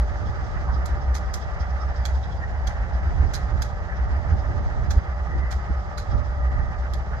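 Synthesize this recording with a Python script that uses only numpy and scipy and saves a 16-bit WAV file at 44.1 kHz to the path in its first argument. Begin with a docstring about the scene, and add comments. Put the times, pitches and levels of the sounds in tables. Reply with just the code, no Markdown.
"""Two diesel locomotives creep past at idle on open grassland, at the head of a freight train.
Their exhaust surges unevenly on one deep note, with faint metallic ticks mostly in time with the engine.
Fans roar, a blower whines, the engines shake loose parts, and air valves spit at odd moments.
Wind buffets the microphone, mostly on the right."""
import sys
import numpy as np
from scipy import signal
from scipy.fft import rfft, irfft
from scipy.io import wavfile

SR = 44100
rng = np.random.default_rng(int(sys.argv[2]) if len(sys.argv) > 2 else 0)


def dump(signal):
    """Clip the signal to [-1, 1] and save it as 16-bit WAV at the path in sys.argv[1]."""
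    limited = np.clip(np.atleast_2d(signal).T, -1, 1)
    pcm = np.round(limited * 32767).astype(np.int16)
    wavfile.write(sys.argv[1], SR, pcm)


N = 317520
T = np.arange(N) / SR
HZ = np.maximum(np.fft.rfftfreq(N, 1 / SR), 1)
ENGINE_LAG_MS, AIR_LAG_MS = .18, .62   # how much later these sounds reach the left side
TO_RIGHT = np.array([[-.5], [.5]])   # splits a dB difference: left down, right up


def from_db(db):
    """Turn decibels into a gain."""
    return 10 ** (np.asarray(db) / 20)

def rms_one(x):
    """Scale a signal to an average power of 1."""
    return x / np.sqrt(np.mean(x ** 2) + 1e-20)

def in_time(rows):
    """Join a table's points into one curve over time for each level column."""
    times, *columns = np.transpose(rows)
    return [np.interp(T, times, column) for column in columns]

def swell(peak_s, length_s):
    """A smooth rise and fall around one moment."""
    return np.exp(-np.minimum(((T - peak_s) / length_s) ** 2, 40))

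def strokes(rate_hz, first_s):
    """A regular beat that swings between -1 and 1."""
    return np.cos(2 * np.pi * rate_hz * (T - first_s))

def drift(rate_hz):
    """A random wobble of about 1 either way, mostly slower than rate_hz."""
    return rms_one(irfft(rfft(rng.standard_normal(N)) / (1 + (HZ / rate_hz) ** 2), N))

def colour(points):
    """Join a table's points into dB at every pitch, falling steeply past the last."""
    hz, db = np.transpose(points)
    return np.interp(np.log(HZ), np.log(hz), db) - 20 * np.maximum(np.log2(HZ / hz[-1]), 0)

def band(hz, width_hz):
    """One steep-sided band, in dB at every pitch."""
    return -20 * np.log10(1 + ((HZ - hz ** 2 / HZ) / width_hz) ** 4)

# How the microphone's two sides differ: pitch_hz, left_minus_right_db
MIC_BALANCE = [(60, 6), (98, -4), (160, 5.5), (260, 0.5), (430, -1.5), (700, 0), (1140, -7), (1860, -1),
               (3040, -0.5), (3900, -8.5), (4970, -9.5), (8110, 1), (13200, -6.5)]
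def noise(spectrum_db, alike, lag_ms=0):
    """Shaped stereo noise; the share `alike` reaches both sides, the left one lag_ms later."""
    shared, *own = rfft(rng.standard_normal((3, N)))
    direct = np.array([shared * np.exp(-2j * np.pi * HZ * lag_ms / 1000), shared])
    both = np.sqrt(alike) * direct + np.sqrt(1 - alike) * np.array(own)
    return rms_one(irfft(both * from_db(spectrum_db - colour(MIC_BALANCE) * TO_RIGHT), N))


# Booms from the exhaust stack: peak_s, level_db, length_s, pitch_hz
EXHAUST_SURGES = [(0.002, -17, 0.054, 58), (0.694, -25, 0.022, 63), (0.796, -20, 0.03, 64),
                  (0.927, -21, 0.019, 66), (1.102, -21, 0.053, 64), (1.268, -27, 0.016, 60),
                  (1.726, -26.5, 0.057, 62.3), (1.877, -24, 0.041, 62.4), (2.009, -21, 0.021, 64),
                  (2.158, -22.5, 0.05, 64), (2.586, -24.5, 0.012, 62.5), (2.677, -28, 0.019, 59),
                  (2.816, -23.5, 0.029, 57), (2.955, -22, 0.027, 66.4), (3.078, -18.5, 0.02, 66.5),
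                  (3.21, -12.5, 0.013, 69), (4.025, -19.5, 0.032, 61.7), (4.152, -26, 0.028, 62),
                  (4.331, -14.5, 0.014, 74.4), (4.4, -30, 0.026, 63), (4.51, -28, 0.03, 68.6),
                  (4.606, -31, 0.037, 66.3), (4.91, -21.5, 0.025, 62.7), (4.978, -11.5, 0.0098, 67),
                  (5.1, -31, 0.036, 68), (5.226, -25.5, 0.01, 65), (5.39, -21.5, 0.065, 65),
                  (5.563, -22.5, 0.013, 65.4), (5.744, -26.5, 0.072, 65.7), (6.294, -26, 0.015, 65),
                  (6.457, -22.5, 0.052, 62.7), (6.818, -30, 0.056, 62), (6.981, -23, 0.011, 58),
                  (7.126, -31, 0.021, 65)]
# Tone of the engine blocks' rumble: pitch_hz, relative_db
RUMBLE_TONE = [(15, -30), (32, -4), (60, 9.5), (95, -2.5), (140, -8.5), (185, -8), (260, -25), (380, -17.5),
               (520, -16), (800, -61)]
def exhaust(firing_hz=64.2, note_db=-33, rumble_db=-34):
    """Each surge is a few strong firings in step with the engine's note, over a low rumble."""
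    cycles = firing_hz * T + .1 * drift(4.5)   # the timing strays a little
    surges = 0
    for peak_s, db, length_s, hz in EXHAUST_SURGES:
        firings = np.cos(2 * np.pi * (cycles + (hz - firing_hz) * (T - peak_s)))
        surges += from_db(db) * swell(peak_s, length_s) * firings
    note = from_db(note_db) * np.cos(2 * np.pi * cycles)
    rumble = from_db(rumble_db) * noise(colour(RUMBLE_TONE), alike=1, lag_ms=ENGINE_LAG_MS)
    return np.sqrt(2) * (surges + note) * from_db(TO_RIGHT) + rumble

# Loudness of the drone: time_s, level_db
DRONE_LEVELS = [(0.0, -47), (0.52, -47), (0.96, -46.5), (1.7, -55), (2.95, -58), (3.11, -44.5), (3.79, -58),
                (4.47, -46.5), (4.91, -50), (7.2, -55.5)]
def drone(gain_db=-1):
    """A hollow drone swells and fades above the rumble."""
    hollow = noise(band(hz=350, width_hz=170), alike=.25) * [[1], [-1]]   # partly out of phase
    return from_db(in_time(DRONE_LEVELS)[0] + gain_db) * hollow

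# Loudness of the machinery: time_s, roar_db, clatter_db, hiss_db
MACHINE_LEVELS = [(0.0, -41, -44, -54.5), (0.44, -41.5, -44, -54.5), (1.0, -40, -42.5, -57),
                  (1.26, -41.5, -42, -56.5), (1.98, -40.5, -43.5, -55), (2.59, -40.5, -43.5, -57.5),
                  (3.31, -40.5, -43, -54.5), (3.89, -43, -44.5, -58), (4.27, -40, -43.5, -56.5),
                  (4.91, -41.5, -44.5, -56), (5.23, -41.5, -44.5, -57.5), (5.71, -42.5, -44.5, -56.5),
                  (6.48, -42, -45.5, -58), (7.2, -41.5, -43.5, -56.5)]
# Tone of the fans: pitch_hz, relative_db
FAN_TONE = [(250, -24), (430, -22), (560, -3.5), (660, -1.5), (790, 1.5), (900, -2.5), (990, -8),
            (1150, -17.5), (1600, -42.5)]
# Tone of the clatter: pitch_hz, relative_db
CLATTER_TONE = [(700, -41.5), (1050, -11), (1220, -9.5), (1340, -7), (1480, -9), (1750, -8.5), (1950, -8),
                (2150, -16.5), (2500, -24), (3000, -25), (4500, -65.5)]
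KNOCK_HZ = 14.89
def fans_and_clatter(clatter_gain_db=.84, grain_db=1.45):
    """Fans roar while the engine's valve gear knocks twice a turn, once harder."""
    roar_db, clatter_db, _ = in_time(MACHINE_LEVELS)
    knock_db = 1.2 * strokes(KNOCK_HZ, first_s=.02) + .9 * strokes(KNOCK_HZ / 2, first_s=.0027)
    fans = from_db(roar_db + knock_db / 2) * noise(colour(FAN_TONE), alike=.93, lag_ms=ENGINE_LAG_MS)
    clatter_level = from_db(clatter_db + clatter_gain_db + knock_db + grain_db * drift(9.9))
    return fans + clatter_level * noise(colour(CLATTER_TONE), alike=.6, lag_ms=ENGINE_LAG_MS)

# Loudness of the rasp: time_s, level_db
RASP_LEVELS = [(0, -48), (.8, -46), (1.85, -49.5), (2.1, -68), (3.15, -61), (3.4, -47), (4.9, -49),
               (6.6, -44.5), (7.2, -53)]
def rasp():
    """A narrow rasp from the engines fades away for a second and returns."""
    level = from_db(in_time(RASP_LEVELS)[0])
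    return level * noise(band(hz=1230, width_hz=130), alike=.6, lag_ms=ENGINE_LAG_MS)

# Loudness of the blower: time_s, level_db
BLOWER_LEVELS = [(0.0, -47.5), (0.42, -49), (0.8, -45.5), (1.35, -53), (1.7, -45.5), (2.38, -62),
                 (2.5, -55), (2.91, -51.5), (3.17, -53.5), (3.65, -48.5), (3.85, -48.5), (4.4, -47),
                 (4.87, -51), (5.15, -45.5), (5.5, -50.5), (5.9, -45), (6.5, -46), (7.2, -57)]
# The blower's three tones: pitch_hz
BLOWER_PITCHES = [592, 806, 1184]
# Strength of each of those tones: relative_db, right_minus_left_db
BLOWER_MIX = [(-1, 12), (-15.5, -16.5), (-9, 14.5)]
def blower_whine(gain_db=-2, waver=.00226, flutter=.00606, fading_db=1.24):
    """The blower's thin tones fade in and out in the moving air."""
    blower_db = in_time(BLOWER_LEVELS)[0] + gain_db
    out = 0
    for hz, (db, right_db) in zip(BLOWER_PITCHES, BLOWER_MIX):
        pitch_hz = hz * (1 + waver * drift(4.94) + flutter * drift(40))
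        phase = 2 * np.pi * np.cumsum(pitch_hz) / SR
        left_lag = 2 * np.pi * hz * ENGINE_LAG_MS / 1000 * np.array([[1], [0]])
        level = from_db(blower_db + db + fading_db * drift(2) + right_db * TO_RIGHT)
        out += np.sqrt(2) * level * np.sin(phase - left_lag)
    return out

# Tone of the hiss: pitch_hz, relative_db
HISS_TONE = [(1800, -0.5), (2550, -10), (3250, -2.5), (3900, -3), (4900, -4.5), (5700, -2.5), (6500, -6.5),
             (7400, -9), (8300, -23), (9600, -23.5), (10500, -31.5), (12500, -28), (16000, -43.5)]
def air_hiss(gain_db=-.1, compressor_hz=11.16):
    """Air hisses, a little harder with each compressor stroke and valve knock."""
    rhythm_db = strokes(compressor_hz, first_s=.0014) + .9 * strokes(KNOCK_HZ, first_s=.012)
    level = from_db(in_time(MACHINE_LEVELS)[2] + gain_db + rhythm_db + drift(18))
    return level * noise(colour(HISS_TONE), alike=.21, lag_ms=AIR_LAG_MS)

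# The breeze between gusts: time_s, level_db
BREEZE_LEVELS = [(0, -36), (1.1, -32), (1.6, -38), (2.1, -35), (2.7, -33.5), (3.4, -31.5), (3.8, -35.5),
                 (4.6, -29), (5.1, -39), (5.95, -41), (6.4, -33.5), (7.2, -37.5)]
# Gusts that thump the microphone: peak_s, level_db, length_s
WIND_GUSTS = [(0.254, -25.5, 0.056), (0.769, -34.5, 0.35), (3.238, -25, 0.064), (3.541, -26.5, 0.069),
              (4.137, -28.5, 0.073), (4.323, -25, 0.045), (4.549, -28, 0.091), (4.86, -28.5, 0.12),
              (4.972, -25.5, 0.031), (5.368, -26.5, 0.088), (5.716, -26, 0.024), (6.16, -24, 0.077),
              (6.588, -30.5, 0.12), (7.12, -26, 0.014)]
# Tone of the wind: pitch_hz, relative_db
WIND_TONE = [(12, -40.5), (27, -5), (48, 1), (75, -1), (120, -10.5), (190, -18), (280, -28.5), (500, -55),
             (1200, -95.5)]
def wind(right_db=8.5, left_swing=.4, lumps_db=2, tear_db=-12, tear_hz=300):
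    """Swirls hit each side, the sheltered left one less; the hardest gusts add a higher, tearing sound."""
    gust_power = sum((from_db(db) * swell(peak_s, length_s)) ** 2 for peak_s, db, length_s in WIND_GUSTS)
    wind_db = 10 * np.log10(from_db(in_time(BREEZE_LEVELS)[0]) ** 2 + gust_power)
    left_db = wind_db.mean() + left_swing * (wind_db - wind_db.mean())
    sides_db = np.array([left_db, wind_db + right_db])
    wobble_db = lumps_db * np.array([drift(6.5), drift(33)])
    buffet = from_db(sides_db + wobble_db) * noise(colour(WIND_TONE), alike=.063)
    tear = noise(-10 * np.log2(HZ / tear_hz) ** 2, alike=0)
    tear_level = from_db(wind_db.max() + tear_db + 1.79 * (sides_db - sides_db.max()))
    return buffet + tear_level * tear

# Notes the steel rings at: pitch_hz, width_hz, struck_db, above_hiss_db
STEEL_NOTES = [(2700, 230, -0.5, -28.5), (3330, 200, 1.5, -18), (3830, 200, -0.5, -20),
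               (4860, 410, 1.5, -11), (5320, 190, 2, -17), (5760, 150, -2.5, -25.5), (6180, 480, -4.5, -19)]
# Faint, bright, ringing ticks, mostly in time with the idling engine: peak_s, level_db, brightest_hz
METALLIC_TICKS = [(.272, -62, 4800), (.447, -59, 5800), (.745, -57, 5740), (1.023, -61.5, 5600),
                  (1.424, -58, 4830), (1.61, -56, 5000), (1.708, -60, 5200), (1.818, -59, 5160),
                  (1.969, -59, 5700), (2.157, -60, 5500), (2.24, -58, 3360), (2.327, -60, 4100),
                  (2.943, -61, 4440), (3.969, -61, 4880), (4.309, -64.5, 5600), (4.395, -61, 4200),
                  (6.119, -59.5, 4550), (6.256, -62, 5850)]
def ringing_steel(rise_s=.014, fade_s=.15, reach_octaves=.82, uneven_db=2.5, shimmer_db=2.6):
    """Steel rings faintly all the time; each tick sets off the notes near its own pitch."""
    hiss_db = in_time(MACHINE_LEVELS)[2]
    ticks = np.array([from_db(db - 60 * np.clip(T - peak_s, 0, 1) / fade_s)
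                      * np.where(T < peak_s, swell(peak_s, rise_s), 1)
                      for peak_s, db, _ in METALLIC_TICKS])
    tick_hz = np.array(METALLIC_TICKS)[:, 2]
    out = 0
    for hz, width_hz, struck_db, above_hiss_db in STEEL_NOTES:
        closeness = np.exp(-(np.log2(hz / tick_hz) / reach_octaves) ** 2)
        struck = (closeness * from_db(struck_db + uneven_db * rng.standard_normal(len(ticks)))) @ ticks
        steady = from_db(hiss_db + above_hiss_db + shimmer_db * drift(8.2))
        ring_db = np.maximum(band(hz, width_hz), 8 + band(hz, width_hz=55))   # a thin, louder core
        out += steady * noise(ring_db, alike=.4, lag_ms=AIR_LAG_MS)
        out += struck * noise(band(hz, 2 * width_hz), alike=.44, lag_ms=AIR_LAG_MS)
    return out

# Rattles of loose parts: peak_s, level_db, pitch_hz, width_hz, length_s
LOOSE_PARTS = [(0.697, -35.5, 1180, 1000, 0.029), (0.77, -40.5, 1200, 160, 0.021),
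               (1.828, -35.5, 1265, 128, 0.016), (2.435, -37, 1830, 198, 0.017),
               (3.916, -40, 1700, 520, 0.03), (5.336, -42.5, 1900, 210, 0.045),
               (5.446, -44.5, 1980, 204, 0.075), (6.13, -40, 1264, 200, 0.02),
               (6.538, -44, 1906, 193, 0.18), (7.13, -39.5, 1332, 795, 0.022)]
def rattles():
    """The engine shakes loose parts; each rings for an instant at one rough pitch."""
    out = 0
    for peak_s, db, hz, width_hz, length_s in LOOSE_PARTS:
        ring = noise(band(hz, width_hz), alike=.81, lag_ms=ENGINE_LAG_MS)
        out += from_db(db) * swell(peak_s, length_s) * ring
    return out

def comb_ripple(delay_ms=1.235, share=.26):
    """Evenly spaced peaks and dips, about 800 Hz apart, colour the spits of air, in dB."""
    return 20 * np.log10(abs(1 + share * np.exp(-2j * np.pi * HZ * delay_ms / 1000)))

def scatter(step_hz=170, spread_db=2.4):
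    """Bounces between steel parts leave random peaks and dips in the tone, in dB."""
    hz = np.arange(0, SR / 2, step_hz)
    return spread_db * np.interp(HZ, hz, rng.standard_normal(len(hz)))

def resonance(hz, width_hz=400, height_db=7):
    """One rounded peak where a spit rings, in dB at every pitch."""
    return height_db / (1 + (2 * (HZ - hz) / width_hz) ** 2)

# Spits of air: time_s, level_db, length_s, tilt_db_per_octave, low_ring_hz, mid_ring_hz, top_ring_hz
VALVE_SPITS = [(0.862, -42.5, 0.011, 0, 4400, 7650, 10300), (0.889, -43, 0.022, -7, 5160, 5670, 10200),
               (1.16, -37.5, 0.025, -2.5, 5160, 6060, 10100),
               (1.345, -34.5, 0.013, -0.5, 5100, 6400, 12000), (2.058, -33.5, 0.011, -4, 4140, 6450, 12200),
               (2.675, -35.5, 0.0098, -4, 4630, 6200, 12600), (3.346, -36.5, 0.019, -2, 4200, 6060, 10900),
               (3.354, -35, 0.0075, -2, 4180, 5100, 11000), (3.618, -43, 0.021, -7, 4800, 7200, 10400),
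               (3.625, -33.5, 0.0087, -2, 5060, 7050, 11800), (4.912, -35, 0.014, -3.5, 5300, 6100, 12000),
               (5.521, -38.5, 0.023, -4, 5300, 7000, 12100), (5.984, -35, 0.012, -3, 4200, 4650, 11800),
               (6.940, -42.5, 0.0087, -0.5, 3300, 4500, 12600)]
# Tone of the air jet: pitch_hz, relative_db
JET_TONE = [(1350, -35.5), (2300, -14.5), (2880, -16), (3390, -2), (3880, -3), (4440, -2.5), (5550, -3.5),
            (6160, 0), (7370, -1.5), (8310, -14), (10000, -8.5), (12300, -11.5), (13900, -21.5)]
def valve_spits(burst_db=-1, near_db=-7, near_fade_s=.16, far_db=-14, far_fade_s=.38, dull_hz=7500):
    """A valve cracks open and a jet of air echoes off nearby steel, then, duller, along the train."""
    jet_db = np.maximum(colour(JET_TONE), .5 + band(hz=1550, width_hz=1300)) + comb_ripple()
    close, far_power = 0, 0
    for time_s, db, length_s, tilt, *rings_hz in VALVE_SPITS:
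        peak_s = time_s - length_s / 4
        puff = swell(peak_s, length_s * np.where(T < peak_s, .35, 1))   # opens faster than it shuts
        crack = .9 * swell(peak_s, length_s=.0009)
        age_s = np.maximum(T - time_s, 0)
        onset = np.clip((T - peak_s) / length_s * 2, 0, 1)
        near_echo = onset * from_db(near_db - 60 * age_s / near_fade_s)
        far_power += onset * from_db(db + far_db - 60 * age_s / far_fade_s) ** 2
        tone_db = jet_db + scatter() + sum(resonance(hz) for hz in rings_hz) + tilt * np.log2(HZ)
        level = from_db(db) * np.hypot(from_db(burst_db) * (puff + crack), near_echo)
        close += level * noise(tone_db, alike=.12, lag_ms=AIR_LAG_MS)
    dull_db = jet_db - 20 * np.log10(1 + (HZ / dull_hz) ** 4)
    far_echo = np.sqrt(far_power) * noise(dull_db, alike=.086, lag_ms=AIR_LAG_MS)
    sputter_db = 3 * drift(440)
    return close * from_db(sputter_db + 2 * TO_RIGHT) + far_echo

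def scene():
    """Engines, wind, ringing steel and valves in the open air."""
    engines = exhaust() + drone() + fans_and_clatter() + rasp() + blower_whine()
    return engines + air_hiss() + wind() + ringing_steel() + rattles() + valve_spits()

def record(dry, cutoff_hz=16200):
    """Cut away the very highest treble."""
    return signal.sosfilt(signal.cheby2(14, 60, cutoff_hz, fs=SR, output="sos"), dry)


dry = scene()
out = record(dry)
dump(out)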